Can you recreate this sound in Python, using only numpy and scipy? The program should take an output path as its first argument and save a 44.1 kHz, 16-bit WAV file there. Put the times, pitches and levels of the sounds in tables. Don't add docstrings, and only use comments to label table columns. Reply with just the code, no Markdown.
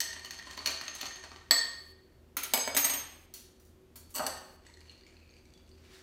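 import sys
import numpy as np
from scipy import signal
from scipy.fft import rfft, irfft
from scipy.io import wavfile
from scipy.ndimage import uniform_filter1d

SR = 44100
rng = np.random.default_rng(int(sys.argv[2]) if len(sys.argv) > 2 else 0)


def convert_level_to_amplitude(level_db):
    exponent = np.asarray(level_db, float) / 20
    return 10 ** exponent


def file_out(sig):
    cols = np.atleast_2d(sig).T
    lim = np.clip(cols, -1, 1)
    pcm = np.round(lim * 32767).astype(np.int16)
    wavfile.write(sys.argv[1], SR, pcm)


N = 265482
TIME_S = np.arange(N) / SR


def stirring():
    # start_s, strength_db, hardness_db_per_octave
    stir_blows = [(0.003, -25.5, 6.5), (0.0131, -30, 0.5), (0.1606, -52.5, -6.5), (0.2458, -37.5, 0),
                  (0.2563, -46, 5), (0.2902, -59, 2), (0.3066, -35, 2.5), (0.388, -40.5, -1.5),
                  (0.4685, -47, -6), (0.5092, -39, -0.5), (0.5706, -45.5, 4), (0.5748, -38.5, -3.5),
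                  (0.5892, -44, -3), (0.604, -48.5, -7.5), (0.6545, -44.5, 0.5), (0.6585, -23.5, 2),
                  (0.664, -39.5, 1), (0.6715, -25, 0.5), (0.6785, -45.5, -2.5), (0.693, -34.5, -3),
                  (0.7038, -38, 5), (0.8106, -34.5, -0.5), (0.8529, -45.5, -1), (0.8794, -34.5, -1.5),
                  (0.9497, -46, 10), (1.0071, -39.5, 1), (1.0112, -31, 2.5), (1.0287, -37.5, -4),
                  (1.0548, -35.5, -1), (1.061, -40, 1.5), (1.1095, -44, 1), (1.1558, -44, 1),
                  (1.2369, -40, -4), (1.256, -52, -2.5), (1.3153, -46, -5.5), (1.3594, -45.5, -4)]
    # pitch_hz, level_db, t60_s
    stirred_modes = [(290, -21.5, 0.098), (616, -32, 0.032), (1141, -10.5, 0.035), (1850, -12, 0.079),
                     (3090, 0.5, 0.012), (4412, -3, 0.075), (4323, -5, 0.055), (2450, -8.5, 0.033),
                     (5200, -14, 0.012), (6250, -4.5, 0.053), (8400, -13.5, 0.073), (12150, -16, .06)]
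    # start_s, level_db
    stem_pings = [
        (0.0134, -46),
        (0.3072, -49.5),
        (0.7043, -56),
        (0.8794, -39.5),
        (1.064, -42),
        (1.1587, -50.5),
        (1.291, -63),
    ]
    # start_s, level_db
    wall_pings = [(0.0044, -27.5), (0.164, -37.5), (0.3074, -38), (0.396, -34.5), (0.5103, -49),
                  (0.606, -42), (0.7032, -52.5), (0.8121, -36.5), (0.8822, -41.5), (0.9503, -42.5),
                  (1.0114, -37), (1.1078, -37), (1.2365, -52), (1.3613, -56), (1.4152, -57)]
    # start_s, contacts_per_s, level_db
    swirl = [
        (0.0, 76, -41.5),
        (0.32, 51, -50),
        (0.6, 270, -54),
        (0.784, 103, -49),
        (0.972, 270, -50),
        (1.336, 160, -61.5),
        (1.5, 170, -67),
    ]
    out = blows(stir_blows, "stirred", stirred_modes, damp=0.54, ring_db=-24,
                crack_db=-7.5, crack_s=0.0036, spread_db=2)
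    out += pings(stem_pings, 6390, level_db=7, t60=0.067)
    out += pings(wall_pings, 1838, level_db=-1, t60=0.06)
    return out + convert_level_to_amplitude(-9) * ice(swirl, stirred_modes, damp=0.56, tick_db=3, uneven_db=4)


def rim_tap():
    # start_s, strength_db, hardness_db_per_octave
    tap = [
        (1.5085, -12, 0.23),
    ]
    glass_hz = (275, 520, 660, 870, 1180, 1832, 1847, 4180, 4441, 4515, 4690, 6390, 7797, 7845, 7932, 12130,
                12190, 14840)
    # level_db, t60_s
    glass_modes = [(-40.5, 0.32), (-28.5, 0.035), (-26.5, 0.015), (-35, 0.055), (-17.5, .02), (-22.5, 0.1),
                   (-21, 0.2), (-20.5, 0.09), (-13.5, 0.22), (-5.5, 0.025), (-24.5, .02), (-29.5, 0.18),
                   (-19.5, 0.054), (-23.5, 0.22), (-19, 0.12), (-25.5, 0.1), (-28, 0.05), (-27, .1)]
    return blows(tap, "rim", np.c_[glass_hz, glass_modes], damp=0.69, ring_db=-2.5,
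                 crack_db=-13, crack_s=0.0055, spread_db=1)


def spoon_held():
    # start_s, strength_db, hardness_db_per_octave
    touches = [
        (2.367, -33.5, 0.09),
        (2.4324, -38, 0.79),
    ]
    held_hz = (1300, 2250, 6390, 6780, 8960, 10640, 12950, 14890)
    # level_db, t60_s
    held_modes = [(-1.5, 0.014), (-6.5, 0.092), (-6.5, 0.27), (-21.5, .05), (-6.5, .04), (-3.5, 0.051),
                  (-1.5, .04), (2, .1)]
    return blows(touches, "held", np.c_[held_hz, held_modes], damp=0.33, ring_db=-26.5,
                 crack_db=-8.5, crack_s=0.022, spread_db=2)


def spoon_rocking():
    # start_s, strength_db, hardness_db_per_octave
    bowl_blows = [
        (2.5352, -16.5, 1),
        (2.5395, -27, 0),
        (2.544, -26.5, -1),
        (2.5744, -26.5, -0.5),
        (2.6748, -29.5, -2.5),
        (2.7472, -27.5, 0.5),
    ]
    rocking_hz = (275, 520, 610, 700, 2234, 4960, 6390, 7714, 7790, 8880, 10820, 11360, 12190, 14400, 15060,
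                  15480)
    # level_db, t60_s
    rocking_modes = [(-12, 0.29), (-16.5, 0.015), (7, 0.048), (-18, 0.42), (-6, 0.982), (-2.5, 2.0),
                     (2, 0.66), (-1, 0.18), (-0.5, 1.2), (9, 0.029), (-19, 0.24), (-2, 0.3), (-15.5, 0.16),
                     (-12, .15), (3, .3), (-11, 0.18)]
    caught_s, caught_t60_s = 2.768, 0.03
    caught = convert_level_to_amplitude(-60 * np.clip(TIME_S - caught_s, 0, 1) / caught_t60_s)
    return caught * blows(bowl_blows, "rocking", np.c_[rocking_hz, rocking_modes], damp=0.32,
                          ring_db=-26.5, crack_db=-7.5, crack_s=0.0008, spread_db=2)


def spoon_free():
    # start_s, strength_db, hardness_db_per_octave
    stem_blows = [
        (2.7652, -19, -0.32),
        (2.7705, -25, 0.76),
        (2.776, -31, -1),
        (2.8425, -23, -0.16),
        (2.847, -28, -1.7),
        (2.8948, -25.5, -1.7),
        (2.9344, -27, -1.96),
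    ]
    free_hz = (275, 600, 6390, 6800, 8400, 9040, 10610, 11370, 11820, 12190, 13000, 13580, 13785, 14370,
               15040)
    # level_db, t60_s
    free_modes = [(-20, 0.14), (-25.5, 0.05), (-1, 0.09), (-9, 0.081), (-3.5, 0.09), (-23, 0.23),
                  (-5, 0.053), (-22, 0.092), (-19, 0.44), (-7.5, 0.12), (-17, 0.22), (-5, 0.27),
                  (-21.5, .25), (-19, .1), (-29, .2)]
    return blows(stem_blows, "free", np.c_[free_hz, free_modes], damp=1, ring_db=-21.5,
                 crack_db=-9.5, crack_s=0.0095, spread_db=1)


def strainer_lift():
    # start_s, strength_db, hardness_db_per_octave
    lift_blows = [
        (3.3375, -40.5, 0.75),
        (3.597, -63.5, 2.2),
        (3.604, -79, 1.7),
        (3.6496, -67, 2.5),
    ]
    strainer_hz = (4425, 5860, 5930, 7644, 9685, 14920)
    # level_db, t60_s
    strainer_modes = [(-5, 0.078), (-14, 0.1), (1.5, 0.065), (-2.5, 0.042), (2, 0.053), (5, .04)]
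    return blows(lift_blows, "strainer", np.c_[strainer_hz, strainer_modes], damp=0.52, ring_db=-43.5,
                 crack_db=-15.5, crack_s=0.043, spread_db=0)


def strainer_seat():
    # start_s, strength_db, hardness_db_per_octave
    brushes = [
        (3.956, -54, 0.1),
        (3.9994, -77, -0.9),
        (4.0905, -73.5, -0.078),
        (4.1032, -64, -0.65),
    ]
    # start_s, strength_db, hardness_db_per_octave
    seat_blows = [(4.1408, -59, 7), (4.146, -58, 8), (4.1505, -43.5, 4), (4.1545, -43, -0.5),
                  (4.1594, -46, 7), (4.165, -42.5, -0.5), (4.171, -52, -2), (4.177, -52, 7.5),
                  (4.182, -39.5, -1), (4.188, -60, 6), (4.1944, -45, -8), (4.2, -47.5, -7),
                  (4.2383, -46.5, -5.5), (4.2642, -33.5, 0), (4.268, -39, -2), (4.3744, -62, 4)]
    # pitch_hz, level_db, t60_s
    capped_modes = [(165, -17.5, 0.32), (268, -5, 0.165), (540.4, -6, 0.17), (599, -7, 0.28),
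                    (1045, 7, 0.015), (1200, -14, 0.03), (1825, -6.5, 0.047), (2880, 5, 0.012),
                    (4390, -2, 0.049), (4523, 4.5, 0.031), (6180, 4, 0.023), (7800, 1, 0.026),
                    (8000, 5.5, 0.029), (11930, 0, 0.033)]
    out = blows(seat_blows, "seated", capped_modes, damp=0.59, ring_db=-31.5,
                crack_db=-6, crack_s=0.0042, spread_db=2)
    return out + blows(brushes, "brushed", capped_modes, damp=1, ring_db=-66,
                       crack_db=-16, crack_s=0.023, spread_db=0)


def ice_shift():
    # start_s, tick_db, low_hz, low_db, wall_db
    shift_knocks = [(4.6658, -47, 1840, -51.5, -65), (4.6994, -56, 2110, -56, -65),
                    (4.7396, -54, 1850, -66, -50), (4.772, -52, 1890, -55, -65),
                    (4.8065, -48.5, 2860, -69, -55), (4.896, -55, 2880, -50, -47),
                    (4.9396, -67, 2760, -66, -59), (4.977, -64, 2860, -63, -61),
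                    (5.0092, -69, 3520, -65, -57), (5.0352, -68, 2030, -63, -55),
                    (5.0494, -61, 2260, -68, -69), (5.0657, -54.5, 2260, -54, -63),
                    (5.143, -64, 1780, -62, -66), (5.1676, -66, 2560, -58, -55),
                    (5.2148, -73, 2500, -61, -72), (5.2285, -72, 2500, -56, -66),
                    (5.2765, -64, 2400, -64, -69), (5.2924, -64, 2420, -59, -59),
                    (5.308, -57, 2550, -68, -61), (5.3386, -65, 2400, -57, -56),
                    (5.3666, -56, 2450, -58, -60), (5.4544, -56, 2250, -64, -74),
                    (5.503, -59.5, 2440, -68, -64.5), (5.5376, -52.5, 3390, -65, -59),
                    (5.5767, -58, 3300, -67, -60), (5.6763, -60, 2590, -73.5, -70),
                    (5.691, -54, 2650, -76.5, -70), (5.715, -66, 2850, -75, -56)]
    wall_start_hz, wall_rise_hz_per_s, wall_scatter_hz = 4395, 190, 130
    tick_gain_db, ring_gain_db, ring_t60_s, tick_s = -4.5, 5, 0.016, 0.0023
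    out, t = np.zeros(N), np.arange(SR // 5) / SR
    grit = rms_one(band(rng.standard_normal(N), 3100, 8000))
    envelope = convert_level_to_amplitude(ring_gain_db - 60 * t / ring_t60_s) * (1 - np.exp(-t / 0.00023))
    for s, tick_db, low_hz, low_db, wall_db in shift_knocks:
        wall_hz = wall_start_hz + wall_rise_hz_per_s * (s - shift_knocks[0][0])
        wall_hz += wall_scatter_hz * rng.standard_normal()
        i = int(s * SR)
        rings = convert_level_to_amplitude(low_db) * np.sin(2 * np.pi * low_hz * t)
        rings += convert_level_to_amplitude(wall_db) * np.sin(2 * np.pi * wall_hz * t)
        out[i:i + len(t)] += envelope * rings
        out[i:i + len(t)] += convert_level_to_amplitude(tick_db + tick_gain_db) * np.exp(-t / tick_s) * grit[i:i + len(t)]
    return out


def slosh():
    # start_s, contacts_per_s, level_db
    slosh_curve = [
        (4.6, 60, -74.5),
        (4.726, 60, -61.5),
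        (4.878, 60, -66.5),
        (5.366, 61, -72),
        (5.612, 57.9, -73.5),
        (5.816, 58.4, -71),
        (5.9, 60, -64),
    ]
    # pitch_hz, level_db, t60_s
    tilted_modes = [(1840, -17.5, 0.046), (2390, 2, 0.033), (2850, 0, 0.033), (4260, -0.5, 0.019),
                    (4450, -3, 0.042), (4640, -18, 0.0298), (6130, -4, 0.027), (7170, -17, 0.033)]
    return convert_level_to_amplitude(-6) * ice(slosh_curve, tilted_modes, damp=0.42, tick_db=-0.5, uneven_db=1.5)


def single_rings():
    # start_s, level_db, pitch_hz, t60_s
    single_knocks = [(0.0135, -37, 6250, 0.03), (0.2484, -44, 2960, 0.066), (0.471, -47, 1035, 0.067),
                     (0.5777, -42, 1103, 0.048), (0.5898, -31, 4420, .04), (0.6595, -30, 2800, 0.04),
                     (0.671, -44, 4430, .03), (0.693, -39.5, 2950, .03), (0.7045, -56, 12150, .07),
                     (3.955, -60.5, 4450, .4), (4.158, -45, 5860, .1), (4.17, -36, 4450, .1),
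                     (4.667, -55, 7930, 0.071), (5.066, -60, 7000, .03), (5.3, -61, 6440, .04),
                     (5.716, -65, 4770, .15), (4.668, -57, 4430, .1), (4.885, -52, 4400, .03),
                     (3.342, -61, 5890, .3), (1.06, -42, 3014, 0.036), (2.367, -48.5, 276, 0.14),
                     (2.368, -31, 1380, .015), (2.433, -47, 2300, .03), (0.003, -27.5, 8000, .04),
                     (2.767, -39, 276, 0.13), (3.342, -53, 4400, 0.11), (4.146, -44.5, 1125, 0.24),
                     (4.895, -47.5, 4260, 0.033), (4.69, -62, 943, 0.096), (5.55, -61, 3430, .12)]
    return sum(pings([(s, db)], hz, 0, t60) for s, db, hz, t60 in single_knocks)


def pour():
    # start_s, level_db
    run = [
        (5.75, -67),
        (5.886, -68.5),
        (5.94, -59),
        (6.02, -63),
    ]
    # frequency_hz, db_per_hz
    run_colour = [(350, -29), (600, -11), (649, -6), (868, -8), (1820, 0.5), (2390, -3.5), (4390, -1.5),
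                  (14000, -20.5)]
    swell = np.clip((TIME_S - run[0][0]) / 0.13, 0, 1)
    return convert_level_to_amplitude(in_time(run, 1) + 2.5) * coloured(run_colour) * swell


def blows(table, body, modes, damp, ring_db, crack_db, crack_s, spread_db):
    bands_hz = (400, 1400, 2700, 5500, 7000, 19000)
    colour_db = {"stirred": (-12, -6.5, 0, -1, -6), "rim": (-8, -7, -2, -5.5, -11),
                 "held": (-8, -1, 2, -4.5, 5.5), "rocking": (-7.5, -2, 2, -17.5, 4.5),
                 "free": (-12, -5, -2.5, -7, -4), "strainer": (-14, -9, 1, 0, 6.5),
                 "seated": (-2, -4.5, -1, -7, 6), "brushed": (2.1, 3.9, 10.4, 13.4, 22.3)}
    band_octave = np.log2(np.sqrt(np.multiply(bands_hz[1:], bands_hz[:-1])) / 3850)
    rows = np.array(table, float)
    start = int(rows[0, 0] * SR)
    size = min(N - start, int((rows[-1, 0] - rows[0, 0] + 1) * SR))
    at = ((rows[:, 0] + 0.0009) * SR).astype(int) - start
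    strength_db = rows[:, [1]] + colour_db[body] + rows[:, [2]] * band_octave
    share_db = strength_db - strength_db.max(axis=0)
    home = np.clip(np.searchsorted(bands_hz, np.array(modes)[:, 0]) - 1, 0, 4)
    luck_db = rng.normal(0, 1, (len(at), len(modes))) * spread_db
    part = np.zeros(size)
    for k, (hz, level_db, t60) in enumerate(modes):
        clicks = np.zeros(size)
        clicks[at] = convert_level_to_amplitude(ring_db + level_db + share_db[:, home[k]] + luck_db[:, k])
        part += struck(clicks, hz, np.clip(t60 * damp, 0.01, 1.5), rise_s=0.00038)
    grit = rng.standard_normal(size)
    for k, (low, high) in enumerate(zip(bands_hz, bands_hz[1:])):
        clicks = np.zeros(size)
        clicks[at] = convert_level_to_amplitude(strength_db[:, k] + crack_db)
        fade = np.exp(-1 / (SR * (crack_s + 3.1 / low)))
        envelope = uniform_filter1d(signal.lfilter([1], [1, -fade], clicks), size=31, origin=15)
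        part += rms_one(band(band(grit, low, high), low, high)) * envelope
    out = np.zeros(N)
    out[start:start + size] = part
    return out


def ice(curve, modes, damp, tick_db, uneven_db):
    active = (TIME_S > curve[0][0]) & (TIME_S < curve[-1][0])
    born = (rng.random(N) < in_time(curve, 1) / SR) * active
    clicks = born * convert_level_to_amplitude(uneven_db * np.minimum(rng.exponential(1, N), 3)) * rng.choice([-1, 1], N)
    dealt = rng.random((3, N)) < 0.5
    glass = np.zeros(N)
    for k, (hz, db, t60) in enumerate(modes):
        glass += convert_level_to_amplitude(db) * ring(clicks * dealt[k % 3], hz, np.clip(t60 * damp, 0.01, 0.5))
    wet = rng.standard_normal(N) * signal.lfilter([1], [1, -np.exp(-1 / (SR * 0.0062))], abs(clicks))
    ticks = band(band(wet, 600, 6600), 500, 12000)
    mix = glass / np.std(glass[active]) + convert_level_to_amplitude(tick_db) * ticks / np.std(ticks[active])
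    return convert_level_to_amplitude(in_time(curve, 2)) * mix


def pings(table, hz, level_db, t60):
    clicks = np.zeros(N)
    for s, db in table:
        clicks[int(s * SR)] = convert_level_to_amplitude(db + level_db)
    return struck(clicks, hz, t60, rise_s=0.00035)


def struck(clicks, hz, t60, rise_s):
    return ring(clicks, hz, t60) - ring(clicks, hz, min(rise_s * np.log(1000), t60 / 2))


def ring(clicks, hz, t60):
    r, w = convert_level_to_amplitude(-60 / (t60 * SR)), 2 * np.pi * hz / SR
    return signal.lfilter([0, np.sin(w)], [1, -2 * r * np.cos(w), r * r], clicks + 1e-18)


def coloured(spectrum):
    hz = np.arange(N // 2 + 1) * SR / N + 1
    return rms_one(irfft(rfft(rng.standard_normal(N)) * convert_level_to_amplitude(at_hz(spectrum, hz)), N))


def band(x, low_hz, high_hz):
    return signal.sosfilt(signal.butter(2, [low_hz, high_hz], "band", fs=SR, output="sos"), x)


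def rms_one(x):
    return x / np.sqrt(np.mean(x ** 2) + 1e-20)


def in_time(rows, column):
    rows = np.array(rows)
    return np.interp(TIME_S, rows[:, 0], rows[:, column])


def at_hz(points, hz):
    points = np.array(points)
    return np.interp(np.log(hz), np.log(points[:, 0]), points[:, 1])


def near_echoes(x):
    # delay_s, level_db
    early_echo = [
        (0.0031, -13),
        (0.0058, -15),
        (0.0087, -17),
    ]
    out = x.copy()
    for k, (s, db) in enumerate(early_echo):
        out += convert_level_to_amplitude(db) * np.r_[np.zeros(int(s * SR)), x][:N] * (-1) ** k
    return out


def room(x, build_s):
    # frequency_hz, t60_s
    room_t60 = [(200, 0.6), (1000, 0.73), (3000, 0.72), (6000, 0.54), (10000, 0.48), (16000, 0.03)]
    t = np.arange(SR) / SR
    limits_hz = 150 * 2 ** np.arange(0, 7.1, 0.5)
    white = rng.standard_normal((2, SR))
    tail = np.zeros(SR)
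    for k, (low, high) in enumerate(zip(limits_hz, limits_hz[1:])):
        tail += band(white[k % 2], low, high) * convert_level_to_amplitude(-60 * t / at_hz(room_t60, np.sqrt(low * high)))
    tail *= 1 - np.exp(-t / build_s)
    return signal.fftconvolve(x, tail / np.sqrt(np.sum(tail ** 2)))[:N]


def air():
    # frequency_hz, db_per_hz
    hush_colour = [(65, -36), (110, -6), (174, -5), (233, -14.5), (332, -3.5), (376, -5), (426, -18),
                   (473, -9), (813, -18.5), (6400, -31.5), (10300, -36), (15000, -33.5), (16000, -45)]
    # pitch_hz, width_hz, level_db
    hums = [(35.8, 6.2, -71.5), (57, 8, -69.5), (80.4, 1.9, -66.5), (241.4, 14, -70), (376.4, 5, -67.5),
            (114, 11, -74), (420, 12, -85), (11500, 40, -98)]
    motor_hz, motor_db = 78.2, -62.5
    out = convert_level_to_amplitude(-65.5) * coloured(hush_colour) + convert_level_to_amplitude(motor_db) * np.sin(2 * np.pi * motor_hz * TIME_S)
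    for hz, width_hz, db in hums:
        out += convert_level_to_amplitude(db) * rms_one(ring(rng.standard_normal(N), hz, np.log(1000) / (np.pi * width_hz)))
    return out


def scene():
    dry = stirring() + rim_tap()
    dry += spoon_held() + spoon_rocking() + spoon_free()
    dry += strainer_lift() + strainer_seat()
    dry += ice_shift() + slosh() + single_rings()
    dry = signal.sosfilt(signal.butter(2, 190, "high", fs=SR, output="sos"), dry)
    mono = convert_level_to_amplitude(-0.37) * near_echoes(dry) + convert_level_to_amplitude(-3.5) * room(dry, build_s=0.0016)
    mono += pour() + air()
    return np.stack([mono, mono])


def band_limit(x):
    return signal.sosfilt(signal.butter(12, 16790, fs=SR, output="sos"), x)


def record(dry):
    # start_s, end_s
    hiss_spans = [
        (1.51, 1.925),
        (2.37, 3.26),
        (4.15, 4.565),
    ]
    gate = sum((TIME_S > a) & (TIME_S < b) for a, b in hiss_spans)
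    hiss = convert_level_to_amplitude(-67) * band(rng.standard_normal(N), 700, 19000) * gate
    x = signal.sosfilt(signal.cheby2(12, 45, 16350, fs=SR, output="sos"), dry + hiss)
    x = signal.sosfilt(signal.butter(6, 30, "high", fs=SR, output="sos"), x)
    return band_limit(x)


dry = scene()
out = record(dry)
file_out(out)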